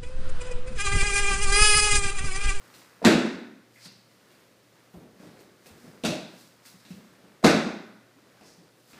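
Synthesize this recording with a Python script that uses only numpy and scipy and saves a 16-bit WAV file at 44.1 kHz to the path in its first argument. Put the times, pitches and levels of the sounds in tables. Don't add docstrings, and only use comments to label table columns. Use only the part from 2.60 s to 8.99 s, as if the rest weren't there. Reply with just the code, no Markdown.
import sys
import numpy as np
from scipy import signal
from scipy.fft import rfft, irfft
from scipy.io import wavfile
from scipy.ndimage import uniform_filter1d

SR = 44100
rng = np.random.default_rng(int(sys.argv[2]) if len(sys.argv) > 2 else 0)


def ratio(d):
    e = np.asarray(d, float) / 20
    return 10 ** e


def to_wav(s):
    ch = np.atleast_2d(s).T
    pcm = np.round(np.clip(ch, -1, 1) * 32767)
    wavfile.write(sys.argv[1], SR, pcm.astype(np.int16))


N = 281799


def band(x, hz, width_hz, order=1):
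    low_hz = np.sqrt(hz ** 2 + width_hz ** 2 / 4) - width_hz / 2
    high_hz = min(low_hz + width_hz, 0.48 * SR)
    sos = signal.butter(order, [low_hz, high_hz], "band", fs=SR, output="sos")
    return signal.sosfilt(sos, x)


def unit(x):
    return x / np.sqrt(np.mean(x ** 2))


def read(table, hz):
    table_hz, values = np.transpose(table)
    return np.interp(np.log(np.maximum(hz, 1)), np.log(table_hz), values)


def colour(x, table):
    gain_db = read(table, np.fft.rfftfreq(len(x), 1 / SR))
    return irfft(rfft(x) * ratio(gain_db), len(x))


def walk(rate_hz):
    k = int(SR / rate_hz)
    return unit(uniform_filter1d(uniform_filter1d(rng.standard_normal(N), k), k))


def lag(x, seconds):
    keep = np.exp(-1 / (seconds * SR))
    return signal.lfilter([1 - keep], [1, -keep], x)


# start in seconds, boom in dB, boom in Hz, knock in dB, slap in dB.
TRUNK = [(.417, -44, 310, -29.5, -59), (.427, -30.5, 200, -44, -42), (.462, -7, 335, -18, -21.5),
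         (.470, -4.5, 223, -14, -16.5), (.552, -6, 230, -43, -57), (.584, -21, 220, -49, -37),
         (.65, -35, 302, -44, -42), (3.437, -22, 233, -25, -27.5), (3.449, -17.5, 208, -27, -17.5),
         (3.489, -18, 168, -34, -45), (3.525, -28, 213, -39, -56), (3.612, -35, 206, -59, -64),
         (4.828, -41.5, 298, -34, -42), (4.844, -3, 231, -11, -10.5), (4.853, -11, 267, -14.5, -28),
         (5.066, -19.5, 233, -38, -60)]
# start in seconds, boom in dB, boom in Hz, knock in dB, slap in dB.
LIMBS = [
    (.442, -25, 309.2, -19, -34.5),
    (.516, -23, 316, -22, -23.5),
    (.726, -51, 296, -58.5, -67),
    (3.44, -41, 230, -33, -47),
    (4.839, -14, 288, -12, -26.5),
    (4.946, -10.5, 214, -27.5, -32),
]
# start in seconds, boom in dB, boom in Hz, knock in dB, slap in dB.
HANDS = [
    (.4487, -23, 305, -28, -10.5),
    (.453, -3, 241, -13.5, -32),
    (.496, -8.5, 300, -24, -23.5),
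    (3.455, -31, 225, -34.5, -45),
    (4.863, -6.5, 205, -15.5, -16),
    (4.894, -13, 180, -27, -21),
]


def landings():
    parts = [(TRUNK, 560), (LIMBS, 864), (HANDS, 1510)]
    rows = []
    for table, knock_hz in parts:
        for s, boom_db, boom_hz, knock_db, slap_db in table:
            rows.append((s, boom_db, boom_hz, knock_db, knock_hz, slap_db))
    return sorted(rows)


# start in seconds, boom in dB, boom in Hz, knock in dB, slap in dB.
STEPS = [(0.14, -54, 337, -56.5, -41), (1.256, -41, 189, -50, -40), (1.703, -53.5, 344, -67.5, -53),
         (2.34, -37.5, 172, -38.5, -58), (2.368, -40, 167, -50, -63), (2.418, -45, 261, -50.5, -73),
         (2.598, -40.5, 197, -46, -51), (2.629, -43, 295, -40, -58), (2.671, -41, 164, -73, -49),
         (2.791, -43, 355, -52, -48), (3.06, -49, 184, -45, -45), (3.098, -48, 219, -48.5, -67),
         (3.238, -40, 249, -47, -57), (3.278, -39, 158, -49, -67), (4.053, -53, 258, -66, -44.5),
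         (4.141, -43.5, 184, -76, -56), (4.251, -46.5, 214, -53, -43.5), (4.305, -29, 181, -51, -42.5),
         (4.374, -37.5, 190, -49.5, -77), (4.64, -47, 192, -46.5, -56), (5.562, -48.5, 268, -56, -67),
         (5.81, -47, 206, -42.5, -48.5), (5.981, -45.5, 168.4, -55.5, -64), (6.332, -51.5, 224, -49, -44)]


def footfalls():
    knock_hz = 700
    return [(s, boom_db, boom_hz, knock_db, knock_hz, slap_db) for s, boom_db, boom_hz, knock_db, slap_db in STEPS]


# frequency in Hz, level in dB per Hz.
SLAP_SPECTRUM = [(800, -31.5), (1500, -2), (2300, -6.5), (2950, -1), (4100, -8.5), (6000, -12),
                 (9000, -16.5), (13000, -25), (16000, -51)]


def contacts(rows, boom_db, knock_db, slap_db, over, give, give_s, rise_s, ring_s, knock_s, slap_s):
    size = 4096
    out, t = np.zeros(N + size), np.arange(size) / SR
    for s, low_db, low_hz, mid_db, mid_hz, high_db in rows:
        noise = rng.standard_normal((2, size))
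        boom = np.sin(2 * np.pi * low_hz * t) + over * np.sin(2 * np.pi * 1.3 * low_hz * t)
        boom *= (1 - np.exp(-t / rise_s)) * np.exp(-t / ring_s)
        boom += give * t / give_s * np.exp(1 - t / give_s)
        thump = unit(band(noise[0], mid_hz, 0.45 * mid_hz, order=2))
        knock = (1 - np.exp(-t / 0.0015)) * np.exp(-t / knock_s) * thump
        crack = unit(colour(noise[1], SLAP_SPECTRUM))
        slap = (1 - np.exp(-t / 0.00021)) * np.exp(-t / slap_s) * crack
        i = int(s * SR)
        out[i:i + size] += ratio(low_db + boom_db) * boom
        out[i:i + size] += ratio(mid_db + knock_db) * knock
        out[i:i + size] += ratio(high_db + slap_db) * slap
    return out[:N]


# start in seconds, peak in dB, frequency in Hz.
DROPS = [(0.467, -19.5, 101), (0.529, -48, 53.8), (0.739, -47, 96), (2.359, -40.5, 64.6),
         (2.719, -72, 80.7), (3.109, -45, 83.4), (3.456, -39, 92), (3.649, -53, 99), (4.139, -65.5, 88.8),
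         (4.329, -46, 99.6), (4.868, -33, 102), (5.269, -78.5, 103)]


def joists():
    out, t = np.zeros(N), np.arange(N) / SR
    for s, db, hz in DROPS:
        age = np.maximum(t - s, 0)
        swing = age / 0.024 * np.exp(1 - age / 0.0096)
        out += ratio(db + 6) * swing * np.sin(2 * np.pi * hz * age)
    return out


def rings(rows):
    size = 8192
    out, t = np.zeros(N + size), np.arange(size) / SR
    for s, db, hz, length_s in rows:
        rough = unit(band(rng.standard_normal(size), hz, 0.09 * hz, order=2))
        envelope = (1 - np.exp(-t / 0.0018)) * np.exp(-t / length_s)
        i = int(s * SR)
        out[i:i + size] += ratio(db) * envelope * (np.sin(2 * np.pi * hz * t) + 0.34 * rough)
    return out[:N]


# start in seconds, level in dB, frequency in Hz, length in seconds.
STAFF = [
    (3.441, -37, 617, 0.027),
    (3.492, -31, 602, 0.025),
    (3.522, -32, 616, .025),
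    (3.61, -34, 639, 0.015),
    (3.735, -45, 620, 0.0097),
]


def staff():
    return rings(STAFF)


# start in seconds, level in dB, frequency in Hz, length in seconds.
PEELS = [
    (1.158, -49, 2045, 0.0089),
    (1.256, -45.5, 4680, 0.0069),
]


def peels():
    return rings(PEELS)


def swell(t, s, rise_s, fall_s, db):
    return ratio(db - 16 * np.maximum((s - t) / rise_s, (t - s) / fall_s))


# time in seconds, level in dB.
EFFORT = [(0, -55.5), (.36, -58.5), (1.0, -74), (1.25, -64), (1.48, -68), (1.77, -60.5), (1.96, -72),
          (2.2, -61.5), (2.54, -67.5), (2.63, -57), (2.95, -63.5), (3.26, -58), (3.95, -65.5),
          (4.55, -60.5), (5.5, -66.5), (5.78, -59.5), (6.25, -73.5), (6.39, -50)]


def body_effort(t):
    return ratio(np.interp(t, *np.transpose(EFFORT)))


# peak in seconds, rise in seconds, fall in seconds, level in dB, brightness in dB.
SLIDES = [(.04, 0.016, 0.6, -69, 0.5), (.15, 0.022, 0.074, -62, 3), (0.191, 0.057, 0.095, -61.5, -7.5),
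          (1.16, 0.051, 0.09, -66, 2.5), (1.52, .04, 0.083, -72, -1), (1.72, 0.18, 0.56, -72, 1),
          (2.34, 0.044, 0.16, -76, 10), (2.63, 0.071, 0.22, -68, -4), (2.81, 0.03, 0.052, -63, 1),
          (3.069, 0.021, 0.051, -53.5, 0), (3.26, 0.28, 0.21, -64, -3), (3.808, 0.12, 0.16, -55.5, -4),
          (4.063, 0.021, 0.11, -49.5, -3.5), (4.198, .02, 0.088, -68.5, -10.5),
          (4.304, 0.059, 0.21, -61, -1), (6.2, 0.11, 0.063, -74, 3.5), (6.314, 0.078, 0.053, -57.5, -2)]
# peak in seconds, rise in seconds, fall in seconds, level in dB, centre in Hz.
TWISTS = [
    (1.259, 0.064, 0.035, -49, 4660),
    (1.32, 0.025, 0.13, -66.5, 4910),
    (3.455, 0.011, 0.11, -39.5, 5600),
    (5.87, 0.053, 0.185, -61.5, 5520),
]


def sole_gains(t, effort):
    sole_db, sole_bright_db, twist_bright_db, slide_hz = -9.5, -4.5, -48, 4870
    slides = [(swell(t, s, rise, fall, db), bright_db) for s, rise, fall, db, bright_db in SLIDES]
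    twists = [(swell(t, s, rise, fall, db), hz) for s, rise, fall, db, hz in TWISTS]
    free = ratio(sole_db) * effort + sum(g for g, _ in slides)
    held = sum(g for g, _ in twists)
    rub = free + held
    shine = ratio(sole_db + sole_bright_db) * effort
    shine = shine + sum(g * ratio(db) for g, db in slides) + ratio(twist_bright_db) * held
    centre_hz = (free * slide_hz + sum(g * hz for g, hz in twists)) / rub
    return rub, shine, centre_hz


def grains(rate_hz, spread_db):
    hits = rng.random(N) < rate_hz / SR
    sizes = ratio(spread_db * np.minimum(rng.exponential(size=N), 5))
    return unit(rng.standard_normal(N) * (0.76 + hits * sizes))


WEAVE_HZ = 3300 * 1.15 ** np.arange(7)


def soles(rub, shine, centre_hz):
    scrape = grains(4100, 2.2)
    peak = 0
    for hz in WEAVE_HZ:
        share = np.exp(-(np.log(centre_hz / hz) / 0.092) ** 2)
        peak = peak + share * band(scrape, hz, hz / 6)
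    focus = np.clip(-20 * np.log10(shine / rub) / 14, 0.1, 1)
    broad = unit(band(scrape, 6000, 6000, order=2))
    scuff = 1.8 * focus * unit(peak) + (1.2 - 0.59 * focus) * broad
    bright = unit(band(scrape, 10500, 8000, order=2))
    return ratio(-4.5) * (rub * scuff + shine * bright)


def cotton(effort, rub):
    cloth_db, dragged_db = -4, -17
    rasp = unit(band(grains(3000, 4.1), 1300, 1400, order=2))
    return (ratio(cloth_db) * effort + ratio(dragged_db) * rub) * rasp


def boards(t, effort):
    board_db, stir_db, stir_s = -3.5, -9, 0.13
    planks = unit(band(rng.standard_normal(N), 240, 350, order=2))
    frame = unit(band(rng.standard_normal(N), 73, 80, order=2))
    shuffle = ratio(1.07 * walk(28)) * (planks + 0.25 * frame)
    stir = 0
    for s, _, _, knock_db, _ in STEPS:
        stir = stir + (t > s) * ratio(knock_db + stir_db) * np.exp(-np.abs(t - s) / stir_s)
    return (ratio(board_db) * effort + stir) * ratio(-4) * shuffle


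def moves():
    t = np.arange(N) / SR
    effort = body_effort(t)
    rub, shine, centre_hz = sole_gains(t, effort)
    return soles(rub, shine, centre_hz) + cotton(effort, rub) + boards(t, effort)


# frequency in Hz, level in dB, T60 in seconds.
ROOM_MODES = [(167, -19, 0.2), (188, -17, 0.74), (217.4, -11, 0.41), (249, -12, 0.4), (283, -14, 0.22),
              (327.7, -6.5, 0.53), (376, -21.5, 0.87), (447, -19, 0.31), (622, -11.5, 0.5),
              (655, -12, 0.15)]


def standing(x):
    out = 0
    for hz, db, t60_s in ROOM_MODES:
        keep = np.exp(-np.log(1000) / (t60_s * SR))
        ring = signal.lfilter([1, 0, -1], [1, -2 * keep * np.cos(2 * np.pi * hz / SR), keep ** 2], x)
        out = out + ratio(db - 48) * ring
    return out


# frequency in Hz, width in Hz, level in dB, T60 in seconds.
LINGER = [(1477, 153, -7.5, 1.0), (2030, 250, -3.5, 0.87), (2500, 162, -4.5, 0.75), (3840, 170, -5, 0.63)]


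def flutter(x):
    out = 0
    for hz, width_hz, db, t60_s in LINGER:
        stored = lag(band(x, hz, width_hz) ** 2, t60_s / np.log(1e6))
        field = unit(band(rng.standard_normal(N), hz, width_hz, order=2))
        out = out + ratio(db) * np.sqrt(stored) * field
    return out


# frequency in Hz, T60 in seconds.
ROOM_T60 = [(50, 0.15), (120, 0.13), (200, 0.78), (500, 0.62), (1450, 0.8), (2900, 0.65), (3700, 0.68),
            (6000, 0.6), (9000, 0.46), (14000, .26)]
# frequency in Hz, level in dB.
ROOM_COLOUR = [(50, -15), (120, -4), (250, -1.5), (600, 1.5), (1000, -2.5), (1450, -1.5), (2300, 1.5),
               (2900, 4.5), (3700, 3.5), (6000, 2.5), (14000, -7)]
# delay in seconds, level in dB.
ECHOES = [
    (.0043, -4.5),
    (0.011, -4),
    (0.0174, -8),
    (.0236, -11.5),
]


def room(x):
    room_db, rise_s = 3, 0.0017
    out, noise = x.copy(), rng.standard_normal(N)
    for s, db in ECHOES:
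        delay = int(s * SR)
        out[delay:] += ratio(db) * x[:-delay]
    for hz in 45 * 2 ** np.arange(0, 8.5, 1 / 3):
        power = band(x, hz, hz / 4.3, order=2) ** 2
        stored = lag(lag(power, rise_s), read(ROOM_T60, hz) / np.log(1e6))
        noise = np.roll(noise, N // 29)
        field = unit(band(noise, hz, hz / 4.3, order=2))
        out += ratio(room_db + read(ROOM_COLOUR, hz)) * np.sqrt(stored) * field
    return out + standing(x) + flutter(x)


# frequency in Hz, level in dB per Hz.
AIR = [(18, -48), (30, -19.5), (92, -4.5), (113, -3), (167, 1.5), (426, -3.5), (538, -1.5), (837, -11.5),
       (1560, -12.5), (2490, -15.5), (4310, -16), (7430, -22), (15000, -27)]
# frequency in Hz, level in dB.
HUM = [(118.4, -65.5), (177.6, -85)]


def air():
    t = np.arange(N) / SR
    hiss_db = -61 + 0.4 * walk(1)
    out = ratio(hiss_db) * unit(colour(rng.standard_normal(N), AIR))
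    for hz, db in HUM:
        out += ratio(db + 2 * walk(4.3)) * np.sin(2 * np.pi * hz * t + walk(1.9))
    return out


# frequency in Hz, level in dB.
TINT = [(1150, -1.5), (1480, 2), (1900, 0), (2650, 1.5), (3050, -7), (3450, 0), (3900, 2), (5500, 0)]


def scene():
    falls = contacts(landings(), boom_db=-3.5, knock_db=0.5, slap_db=-3.5, over=0.38, give=0.14, give_s=0.0015,
                     rise_s=0.00079, ring_s=0.0079, knock_s=0.0074, slap_s=0.0031)
    steps = contacts(footfalls(), boom_db=-2, knock_db=-11.5, slap_db=-5, over=0.054, give=0.08, give_s=0.004,
                     rise_s=0.0019, ring_s=0.0099, knock_s=0.0085, slap_s=0.0024)
    on_mat = colour(room(falls + steps + peels()), TINT)
    return (on_mat + staff() + joists() + moves() + air())[None]


def low_pass(x):
    return signal.sosfilt(signal.butter(12, 16150, fs=SR, output="sos"), x)


def record(dry):
    ceiling, knee, top_hz = 0.78, 6, 15300
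    x = signal.sosfilt(signal.butter(1, 140, "high", fs=SR, output="sos"), dry)
    x = x / (1 + np.abs(x / ceiling) ** knee) ** (1 / knee)
    x = signal.sosfilt(signal.ellip(8, 0.2, 60, top_hz, fs=SR, output="sos"), x)
    return low_pass(x)


dry = scene()
out = record(dry)
to_wav(out)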